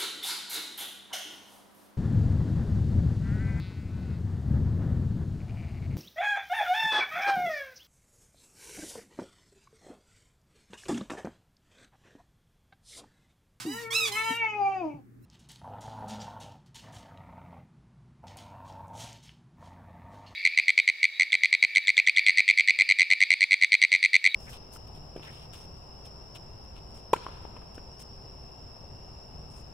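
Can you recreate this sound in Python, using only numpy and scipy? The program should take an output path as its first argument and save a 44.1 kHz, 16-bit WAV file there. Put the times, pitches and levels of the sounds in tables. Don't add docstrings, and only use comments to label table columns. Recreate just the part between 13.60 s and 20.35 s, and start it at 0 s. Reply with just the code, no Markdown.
import sys
import numpy as np
from scipy import signal
from scipy.fft import rfft, irfft
from scipy.io import wavfile
from scipy.ndimage import uniform_filter1d

SR = 44100
rng = np.random.default_rng(int(sys.argv[2]) if len(sys.argv) > 2 else 0)


def pcm_store(signal):
    levels = np.round(np.clip(np.atleast_2d(signal), -1, 1) * 32767)
    wavfile.write(sys.argv[1], SR, levels.astype(np.int16).T)


N = 297675
TIME = np.arange(N) / SR


def amp(db):
    return 10 ** (np.asarray(db) / 20)


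def unit_rms(x):
    return x / np.sqrt(np.mean(x ** 2) + 1e-20)


def add(mix, start, sound):
    part = mix[round(start * SR):][:len(sound)]
    part += sound[:len(part)]


def controls(rows):
    times, *columns = np.transpose(rows)
    t = np.arange(times[0], times[-1], 1 / SR)
    return times[0], [np.interp(t, times, column) for column in columns]


def curve_at(points, hz):
    freqs, values = np.transpose(points)
    return np.interp(np.log(hz + 1), np.log(freqs + 1), values)


def noise(shape, size):
    spectrum = rfft(rng.standard_normal(size))
    return unit_rms(irfft(spectrum * amp(curve_at(shape, np.fft.rfftfreq(size, 1 / SR))), size))


def wobble(hz, size):
    knots = rng.standard_normal(int(size / SR * 400) + 400)
    knots = unit_rms(signal.lfilter([1], [1, -np.exp(-2 * np.pi * hz / 400)], knots)[200:])
    return np.interp(np.arange(size) / SR * 400, np.arange(len(knots)), knots)


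def resonate(x, hz, width):
    turn = np.exp(2j * np.pi * np.cumsum(hz * np.ones(x.shape[-1])) / SR)
    pole = np.exp(-np.pi * width / SR)
    return 2 * (turn * signal.lfilter([1 - pole], [1, -pole], x / turn + 1e-18)).real


def formant(x, hz, width, widen=2):
    return resonate(resonate(x, hz, width), hz, widen * width)


def hump(hz, centre, width):
    return 1 / (1 + (2 * (hz - centre) / width) ** 2)


def swell(t, middle, half):
    return np.cos(np.pi / 2 * np.clip((t - middle) / half, -1, 1)) ** 2


def ring(db, hz, sag, t60, rise_ms):
    t = np.arange(round(t60 * SR)) / SR
    attack = (1 - np.exp(-t * 1000 / rise_ms)) ** 2
    return amp(db - 60 * t / t60) * attack * np.sin(2 * np.pi * (hz - sag * t / 2) * t)


# frequency in Hz, relative level in dB.
SMALL_ROOM_TONE = [(18, -31), (40, 1.5), (70, -7.5), (120, -9), (230, 1), (350, -4.5), (500, -20.5),
                   (900, -29), (1700, -24.5), (3000, -37), (16000, -32.5)]

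def small_room_tone(hum_hz=120, hum_db=-56.5):
    hum = amp(hum_db + 2.4 * wobble(12, N)) * np.sqrt(2) * np.sin(2 * np.pi * hum_hz * TIME)
    rumble = noise(SMALL_ROOM_TONE, N)
    hiss = resonate(np.array([noise(SMALL_ROOM_TONE, N) for _ in range(2)]), 1100, 3800)
    return hum + amp(-67) * (rumble + 2 * hiss)


# frequency in Hz, relative level in dB.
TOY_AIR = [(300, -27), (1000, 6.5), (2500, 1.5), (5000, 1.5), (8000, -3.5), (12000, -8), (16000, -14.5)]
# middle of a puff in seconds, half length in seconds, level in dB.
TOY_PUFFS = [(.005, 0.073, -41.5), (0.213, 0.065, -49.5), (0.336, 0.02, -37.5), (0.48, 0.029, -36),
             (0.556, 0.019, -44.5)]

def toy_puffs():
    return noise(TOY_AIR, N) * sum(amp(db) * swell(TIME, at, half) for at, half, db in TOY_PUFFS)


# start in seconds, level in dB, pitch in Hz,
# sag in Hz per second, seconds to fall 60 dB.
CARRIER_BUMPS = [(0.047, -12.5, 346.4, 1105, 0.2), (0.701, -16.5, 275, 517, 0.063),
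                 (1.33, -25.5, 154, 101.1, 0.11)]
# frequency in Hz, relative level in dB.
CARRIER_THUD = [(60, -29), (150, 17.5), (350, 16), (700, 0.5), (1500, -45)]

def carrier_bumps():
    bumps, n = np.zeros(N), np.arange(2000)
    envelope = np.exp(-n / 600) * np.minimum(n / 350, 1)
    for start, db, hz, sag, t60 in CARRIER_BUMPS:
        add(bumps, start, ring(db, hz, sag, t60, rise_ms=140 * t60))
        add(bumps, start, amp(db - 20.5) * noise(CARRIER_THUD, len(n)) * envelope)
    return bumps


# time in seconds, pitch in Hz, throat level in dB, mouth level in dB.
CAT_MEOW = [(.05, 359, -58.5, -62.5), (.11, 411.3, -53, -56), (.15, 452, -54, -48.5), (.21, 475, -57, -49),
            (.26, 451, -57, -50.5), (.3, 459, -54.5, -59), (.46, 450.6, -60, -66), (.52, 401, -46, -62),
            (.576, 436.4, -43, -36), (.65, 446.5, -35.5, -32.5), (.72, 452.4, -34.5, -38),
            (.785, 466.3, -53, -37.5), (.845, 445.4, -25.5, -39.5), (.905, 425.8, -43, -33),
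            (.97, 416, -29, -49.5), (1.03, 396.3, -26, -52.5), (1.13, 386.6, -29, -46.5),
            (1.2, 367, -37, -48.5), (1.25, 316.8, -36, -67.5), (1.31, 292.9, -49, -65),
            (1.42, 272.8, -62, -100)]

def meow(waver=.003):
    start, (hz, throat_db, mouth_db) = controls(CAT_MEOW)
    size = len(hz)
    t = start + np.arange(size) / SR
    mouth_hz = np.interp(t, (.379, .75, .9, 1.201), (1877, 2120, 2418, 2530))
    mouth_width = np.interp(t, (.75, .9), (1760, 765))
    hoarse = np.interp(t, (1.21, 1.34), (.2, .93))
    jitter = (.0013 + .05 * hoarse ** 2) * wobble(40, size)
    turns = np.cumsum(hz * (1 + jitter + waver * wobble(7, size))) / SR
    first_db = -49 - .45 * (np.clip(mouth_db, -52, -30) + 43.5) + .25 * (throat_db + 41)
    first_db += 7.7 * hump(hz, 330, 54) - 276 * np.maximum(t - 1.354, 0)
    voice = amp(first_db + 2.5 * wobble(4.6, size)) * np.sin(2 * np.pi * turns)
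    for k in range(2, 28):
        f = k * hz
        treble = .0069 * hump(f, 4750, 900) ** 2 + .0017 * hump(f, 6400, 1500) ** 2
        treble *= amp(6.1 * wobble(11, size))
        throat = hump(f, 750, 600) ** 2 + .023 * hump(f, 980, 380) ** 2 + treble
        mouth = hump(f, mouth_hz, mouth_width) ** 2 + amp(-14) * hump(f, 1350, 300) ** 2
        mouth += .013 * hump(f, 6000, 2500) ** 2
        gain = amp(throat_db + .66 * wobble(8.2, size)) * throat
        gain += amp(mouth_db + 8.6 * uniform_filter1d(wobble(18, size), 1500)) * mouth
        voice += gain * np.sin(2 * np.pi * (k * turns + rng.random()))
    air = noise([(200, -6.5), (900, -8), (1800, -8), (2700, 1.5), (3500, -15), (6000, -12.5),
                 (8000, -28.5)], size)
    breath = amp(throat_db - 21) * hoarse * air
    return start, (np.sqrt(2) * voice + breath) * signal.windows.tukey(size, .04)


# time in seconds, pitch in Hz, level in dB.
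TOY_SQUEAKS = [
    [(.055, 914, -54), (.09, 984, -55), (.135, 983, -49.5), (.17, 993, -53.5), (.205, 945, -61),
     (.24, 907, -60.5), (.285, 850, -77)],
    [(.303, 1079, -44), (.32, 1115, -45.5), (.342, 1253, -37.5), (.366, 1333, -36), (.392, 1330, -39.5),
     (.41, 1275, -35), (.44, 1254, -38), (.462, 1157, -40), (.505, 1092, -52.5)],
    [(.515, 1023, -42.5), (.535, 1022, -45), (.63, 1006, -52.5), (.705, 1001, -50.5), (.74, 948, -52),
     (.78, 927, -57)],
    [(1.6, 1196, -106.5), (1.625, 1310, -86), (1.652, 1380, -72.5)],
]
# frequency in Hz, gain in dB.
REED_COLOUR = [(1000, -5.5), (1400, -14), (2600, 1.5), (4000, 0), (5300, -4.5), (6500, -7), (9000, -8.5),
               (16000, -11.5)]

def squeak(rows, rasp=.045):
    start, (hz, tone_db) = controls(rows)
    size = len(hz)
    db_per_khz = -.87 - .058 * (tone_db + 45)
    push = 1 + 3.2 * amp(tone_db + 35)
    jitter = (.0024 + .18 * amp(tone_db)) * wobble(93, size)
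    turns = np.cumsum(hz * (1 + jitter)) / SR
    reed = np.zeros(size)
    for k in range(1, 17):
        f = k * hz
        db = curve_at(REED_COLOUR, f) + db_per_khz * (f / 1000 - 6) + 3.46 * wobble(30, size)
        shiver = 1 + rasp * push * np.sqrt(k) * wobble(260, size)
        phase = 2 * np.pi * (k * turns + rng.random()) + rasp * push * k * wobble(260, size)
        reed += amp(db) * (f < 17000) * shiver * np.sin(phase)
    leak = amp(-32.5) * push * noise(TOY_AIR, size)
    return start, amp(tone_db) * (np.sqrt(2) * reed + leak) * signal.windows.tukey(size, .07)


def reflections(x, t60, first_ms, channels):
    at = np.arange(0, SR // 2, 20) + rng.integers(0, 20, (channels, SR // 40 + 1))
    taps = np.zeros((channels, SR // 2 + 20))
    np.put_along_axis(taps, at, rng.choice([-1., 1.], at.shape), 1)
    t = np.arange(taps.shape[1]) / SR
    taps *= amp(-60 * t / t60) * (t > first_ms / 1000)
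    return signal.fftconvolve(x[None], taps / np.linalg.norm(taps[0]), axes=1)[:, :N]


def at_microphone(x, left_db, lead):
    phase = curve_at(lead, np.fft.rfftfreq(N, 1 / SR))
    sides = np.array([[1], [-1]])
    return irfft(rfft(x) * amp(left_db * sides) * np.exp(.5j * phase * sides), N)


# frequency in Hz, lead of the left port in radians.
CAT_PHASE = [(100, 0.1), (350, 0.03), (1100, 0.9), (2070, 0.36), (4900, -0.05), (16000, 0.1)]
TOY_PHASE = [(300, -0.2), (1300, 2.1), (2760, .1), (16000, -0.2)]
# frequency in Hz, left over right in dB.
PORT_BALANCE = [(200, -4), (600, 5.5), (1300, 1), (4000, 0), (8000, -10.5), (15000, 0)]

def small_room():
    cat, toy = np.zeros((2, N))
    add(cat, *meow())
    for rows in TOY_SQUEAKS:
        add(toy, *squeak(rows))
    toy += toy_puffs()
    background = carrier_bumps() + small_room_tone()
    direct = at_microphone(cat, .76, CAT_PHASE) + at_microphone(toy, -1.5, TOY_PHASE)
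    walls = reflections(cat, t60=.23, first_ms=1.5, channels=2)
    walls += reflections(toy, t60=.23, first_ms=3.1, channels=2)
    balance_db = curve_at(PORT_BALANCE, np.fft.rfftfreq(N, 1 / SR)) * [[.5], [-.5]]
    return irfft(rfft(direct + amp(-5.5) * walls) * amp(balance_db), N) + background


# frequency in Hz, relative level in dB.
HOUSE_RUMBLE = [(15, -52), (30, -60), (55, -3.5), (90, -16), (125, 1), (170, -2.5), (245, -15.5),
                (330, -18), (480, -28), (900, -24), (2000, -35), (5000, -42.5), (11000, -51), (16000, -86)]
# frequency of a mains tone in Hz, level in dB.
MAINS_TONES = [(60, -69.5), (119, -68.5), (237, -70.5), (352, -79.5), (411, -85)]

def house_tone():
    rumble = amp(-58.5) * noise(HOUSE_RUMBLE, N)
    hum = sum(amp(db + 5 * wobble(16, N)) * np.sin(2 * np.pi * hz * TIME) for hz, db in MAINS_TONES)
    return rumble + hum


# start in seconds, level in dB, resonance in Hz.
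CLAW_TICKS = [(1.7, -54, 5500), (1.732, -59, 4260), (1.889, -56, 9000), (1.918, -48, 7840),
              (1.9587, -47.5, 4150), (2.921, -56, 4560), (3.5742, -52, 2770), (3.922, -69, 2750),
              (4.67, -59, 7000), (4.77, -46, 8640), (5.1251, -57, 5070), (5.271, -69, 7950),
              (5.281, -61, 7500), (5.529, -46, 6200), (5.574, -58, 5700), (5.692, -44.5, 2540)]

def claw_tick(db, hz):
    n = np.arange(400)
    strike = rng.standard_normal(400) * n * np.exp(-n / 30)
    return amp(db - 8.5) * unit_rms(formant(strike, hz, .45 * hz, widen=4 / 3))


# start in seconds, rise in seconds, level at the top in dB, fall in dB per second,
# treble over the body in dB, pitch of the air jet in Hz.
DOG_SNORTS = [(1.701, 0.036, -63, 609, -21, 2980), (1.79, 0.0061, -67.5, 115.5, -6.5, 6000),
              (1.887, 0.011, -56, 123.5, -6, 3650), (2.207, 0.011, -57.5, 60, -5, 3750),
              (2.478, 0.021, -51, 132.5, -5, 3850), (2.589, 0.028, -53, 152, -22, 5730),
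              (2.799, 0.018, -56, 136, -5, 3800), (3.06, 0.0023, -68, 367.5, -11, 4500),
              (3.144, 0.016, -52.5, 116.5, -6, 4350), (3.322, 0.028, -58, 126, -2, 3150),
              (4.668, 0.012, -57.5, 192, -30, 5400), (4.771, 0.0047, -55, 129.5, -6.5, 4760),
              (5.047, 0.029, -62.5, 163.5, -8, 3420), (5.332, 0.07, -48.5, 104, -2.3, 6200),
              (5.626, 0.019, -58.5, 155, -8, 5600), (5.98, 0.064, -68.5, 170, -5, 5310),
              (6.5, 0.036, -70, 35, -6, 4020), (6.663, 0.0064, -60.5, 155.5, -38, 4370)]
# nostril resonance in Hz, width in Hz, relative level in dB.
NOSTRIL_FORMANTS = [(3140, 1100, 25), (4354, 610, 21.5), (2036, 1260, 15), (5140, 530, 19), (6080, 530, 18),
                    (8160, 190, 15), (920, 220, 22.5), (3800, 430, 20.5)]
# frequency in Hz, relative level in dB.
SNORT_FIZZ = [(3000, -67), (5500, -7.5), (7000, -8.5), (10000, -14.5), (16000, -33)]

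def snort(rise, top_db, fall, colour_db, jet_hz):
    hold_end = 1.44 * rise
    t = np.arange(0, hold_end + 35.5 / fall, 1 / SR)
    size = len(t)
    effort_db = top_db - 296 * np.maximum(rise - t, 0) - fall * np.maximum(t - hold_end, 0)
    bright_db = 12 * np.exp(-(t + rise) / .019) - 95 * np.maximum(t - rise, 0)
    white = rng.standard_normal(size)
    drift = 1 + .036 * wobble(2.9, size)
    nostrils = sum(amp(db) * formant(white, hz * drift, width) for hz, width, db in NOSTRIL_FORMANTS)
    jet = amp(bright_db - 13) * unit_rms(formant(white[::-1], jet_hz, 1050, widen=1))
    body = (unit_rms(nostrils) + jet) * amp(3 * wobble(90, size))
    fizz = noise(SNORT_FIZZ, size) * amp(colour_db + bright_db + 2.2 * wobble(60, size))
    n = np.arange(size)
    fades = np.clip(np.minimum(n / 80, n[::-1] / 300), 0, 1)
    return amp(effort_db) * (body + fizz) * fades


# start in seconds, level in dB.
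TAG_CLINKS = [(1.989, -66), (2.045, -68), (2.39, -66)]

def collar_tag(db):
    return ring(db, hz=10050, sag=0, t60=.1, rise_ms=1)


# resonance in Hz, width in Hz, relative level in dB.
THROAT_FORMANTS = [(580, 104, -11), (696.5, 133, 0.5), (876, 145, 2.5), (1435, 430, -20),
                   (3200, 1100, -23.5)]

def dog_throat(drive, snarl_db, shift, tongue_hz, tongue_db):
    bands = THROAT_FORMANTS + [(tongue_hz, 240, tongue_db - 13.5)]
    parts = [amp(db) * unit_rms(formant(drive, hz * shift, width)) for hz, width, db in bands]
    parts[2] *= amp(snarl_db)
    power = sum(amp(2 * db) for _, _, db in THROAT_FORMANTS) + amp(2 * snarl_db) - 1
    return sum(parts) / np.sqrt(power)


# time in seconds, effort in dB,
# pitch of the folds in Hz, snarl in dB.
DOG_GROWLS = [
    [(1.99, -89, 91.83, 30), (2.05, -50, 95.1, 20), (2.15, -46.5, 103.7, 2.5), (2.25, -50, 111.1, 6),
     (2.35, -48, 107.6, 6), (2.45, -43.5, 104.5, 3.5), (2.58, -47, 107.2, 4), (2.78, -47, 104.2, 3),
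     (2.98, -60.5, 92.96, 4)],
    [(3.21, -66, 114.1, 11), (3.25, -54, 108.5, -3.5), (3.6, -55.5, 92.9, -1), (3.99, -56.5, 84.3, 0.5),
     (4.07, -80, 86.2, 6)],
    [(4.62, -54, 86.4, 7), (4.65, -53.5, 90.2, 4.5), (4.77, -53.5, 102.9, -4.5), (5.0, -51.5, 93.9, 4),
     (5.28, -48.5, 94, 5.5), (5.45, -50.5, 112.1, -3), (5.6, -65.5, 115, 2)],
    [(5.96, -65, 87.4, 6), (6.02, -58, 87.24, 1), (6.43, -54.5, 91.1, -1.5), (6.55, -53, 103.9, 0.5),
     (6.75, -55.5, 98.1, -2)],
]
# share of puffs against clean pulses, palate flaps a second,
# time of one flap in seconds, flap depth from 0 to 1, tongue resonance in Hz, its lift in dB,
# nose resonance in Hz, factor on the throat resonances.
GROWL_VOICES = [(0.7, 20.8, 2.134, 0.23, 1324, 6.5, 2520, 0.948),
                (0.77, 33, 4.3, 0.46, 1180, 10, 1920, 0.988), (0.74, 20.5, 3, 0.29, 1250, 4, 2180, 1.014),
                (0.81, 24, 5.2, 0.23, 1066, 9.5, 1880, 1.033)]
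# middle in seconds, half length in seconds, lift in dB.
OCTAVE_SWELLS = [(2.523, 0.31, 18), (3.831, 0.28, 11), (5.0, 0.46, -11), (6.394, 0.28, 7.5)]

def growl(rows, rough, flap_hz, flap_at, depth, tongue_hz, tongue_db, nose_hz, shape):
    start, (effort_db, hz, snarl_db) = controls(rows)
    size = len(hz)
    t = start + np.arange(size) / SR
    turns = np.cumsum(hz * (1 + .032 * wobble(40, size))) / SR
    cycle = turns.astype(int)
    pulse_force = amp(1.2 * rng.standard_normal(cycle[-1] + 1))[cycle]
    flap_phase = (flap_hz * (t - flap_at) + .021 * wobble(5.1, size)) % 1
    throb = 1 - depth + 2 * depth * np.exp(-flap_phase / .33)
    pulses = uniform_filter1d(np.diff(cycle, prepend=0) * 1., 22)
    puffs = (.45 + np.exp(-(turns % 1) / .3)) * rng.standard_normal(size)
    drive = throb * pulse_force * ((1 - rough) * unit_rms(pulses) + rough * unit_rms(puffs))
    soft_tissue = signal.butter(4, [330, 3800], "band", fs=SR, output="sos")
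    drive = signal.sosfilt(soft_tissue, drive)

    nose = unit_rms(formant(drive, nose_hz * (1 + .13 * wobble(2.6, size)), 480))
    nose_db = -68.5 + .063 * (effort_db + 50) - 1.42 * snarl_db
    hum = np.sqrt(2) * np.sin(2 * np.pi * uniform_filter1d(turns, 900))
    hum *= amp(3.2 * wobble(21, size)) * uniform_filter1d(throb, 900)
    rumble = .5 * noise([(60, -24), (100, 2), (170, 8), (300, 6), (430, -33.5)], size)
    octave_db = -15 + sum(db * swell(t, at, half) for at, half, db in OCTAVE_SWELLS)
    octave = np.sqrt(2) * amp(octave_db + 2.5 * wobble(20, size)) * np.sin(4 * np.pi * turns)
    chest = amp(-52.5 + .48 * (effort_db + 50)) * (hum + rumble + octave)
    shift = shape + .0041 * (effort_db - np.median(effort_db)) + .052 * wobble(6.2, size)
    throat = amp(effort_db) * dog_throat(drive, snarl_db, shift, tongue_hz, tongue_db)
    return start, (throat + amp(nose_db) * nose + chest) * signal.windows.tukey(size, .05)


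# start in seconds, level in dB.
PALATE_SLAPS = [(2.016, -40.5), (2.043, -34), (2.053, -37), (2.076, -29), (2.137, -33), (2.176, -37),
                (2.255, -40), (2.279, -31), (2.679, -35.5), (3.284, -39.5), (3.636, -44), (3.69, -40),
                (3.734, -39.5), (3.779, -35), (3.927, -36.5), (4.639, -36), (4.942, -38), (5.334, -39),
                (6.026, -35), (6.073, -36.5), (6.12, -40)]

def palate_slap(db):
    t = np.arange(1500) / SR
    puff = uniform_filter1d(rng.standard_normal(len(t)), 12) * t * np.exp(-t / .00048)
    slap = dog_throat(puff, snarl_db=0, shift=1, tongue_hz=1140, tongue_db=.58)
    return amp(db - 4.5) * slap / abs(slap).max()


# start in seconds, length in seconds, pitch in Hz,
# glide in Hz per second, level in dB.
CLAW_SKIDS = [(2.597, 0.031, 4760, 18, -56), (2.6, 0.031, 5160, 32000, -52.5), (2.6, .03, 7200, 0, -60),
              (4.678, .022, 5360, 0, -71), (4.79, 0.032, 2970, 0, -67), (6.659, 0.032, 2910, -3000, -60),
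              (6.66, 0.035, 4390, 0, -59)]

def claw_skid(length, hz, glide, db):
    t = np.arange(0, length, 1 / SR)
    squeal = formant(rng.standard_normal(len(t)), hz + glide * t, 330, widen=3)
    return amp(db) * unit_rms(squeal) * signal.windows.tukey(len(t), .4)


def dog_room():
    dogs = np.zeros(N)
    for rows, voice in zip(DOG_GROWLS, GROWL_VOICES):
        add(dogs, *growl(rows, *voice))
    for source, rows in [(palate_slap, PALATE_SLAPS), (snort, DOG_SNORTS), (claw_tick, CLAW_TICKS),
                         (claw_skid, CLAW_SKIDS), (collar_tag, TAG_CLINKS)]:
        for start, *settings in rows:
            add(dogs, start, source(*settings))
    thinned = dogs - resonate(dogs, 90, 250)
    walls = reflections(thinned, t60=.28, first_ms=4, channels=1)[0]
    return dogs + amp(-7) * walls + house_tone()


def scene(cut_s=1.652):
    second = np.clip((TIME - cut_s) / .004, 0, 1)
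    return (1 - second) * small_room() + second * dog_room()


def record(dry):
    lowpass = signal.firwin(511, 15800, window=("kaiser", 9), fs=SR)
    return signal.oaconvolve(dry, lowpass[None], "same")


dry = scene()
out = record(dry)
pcm_store(out)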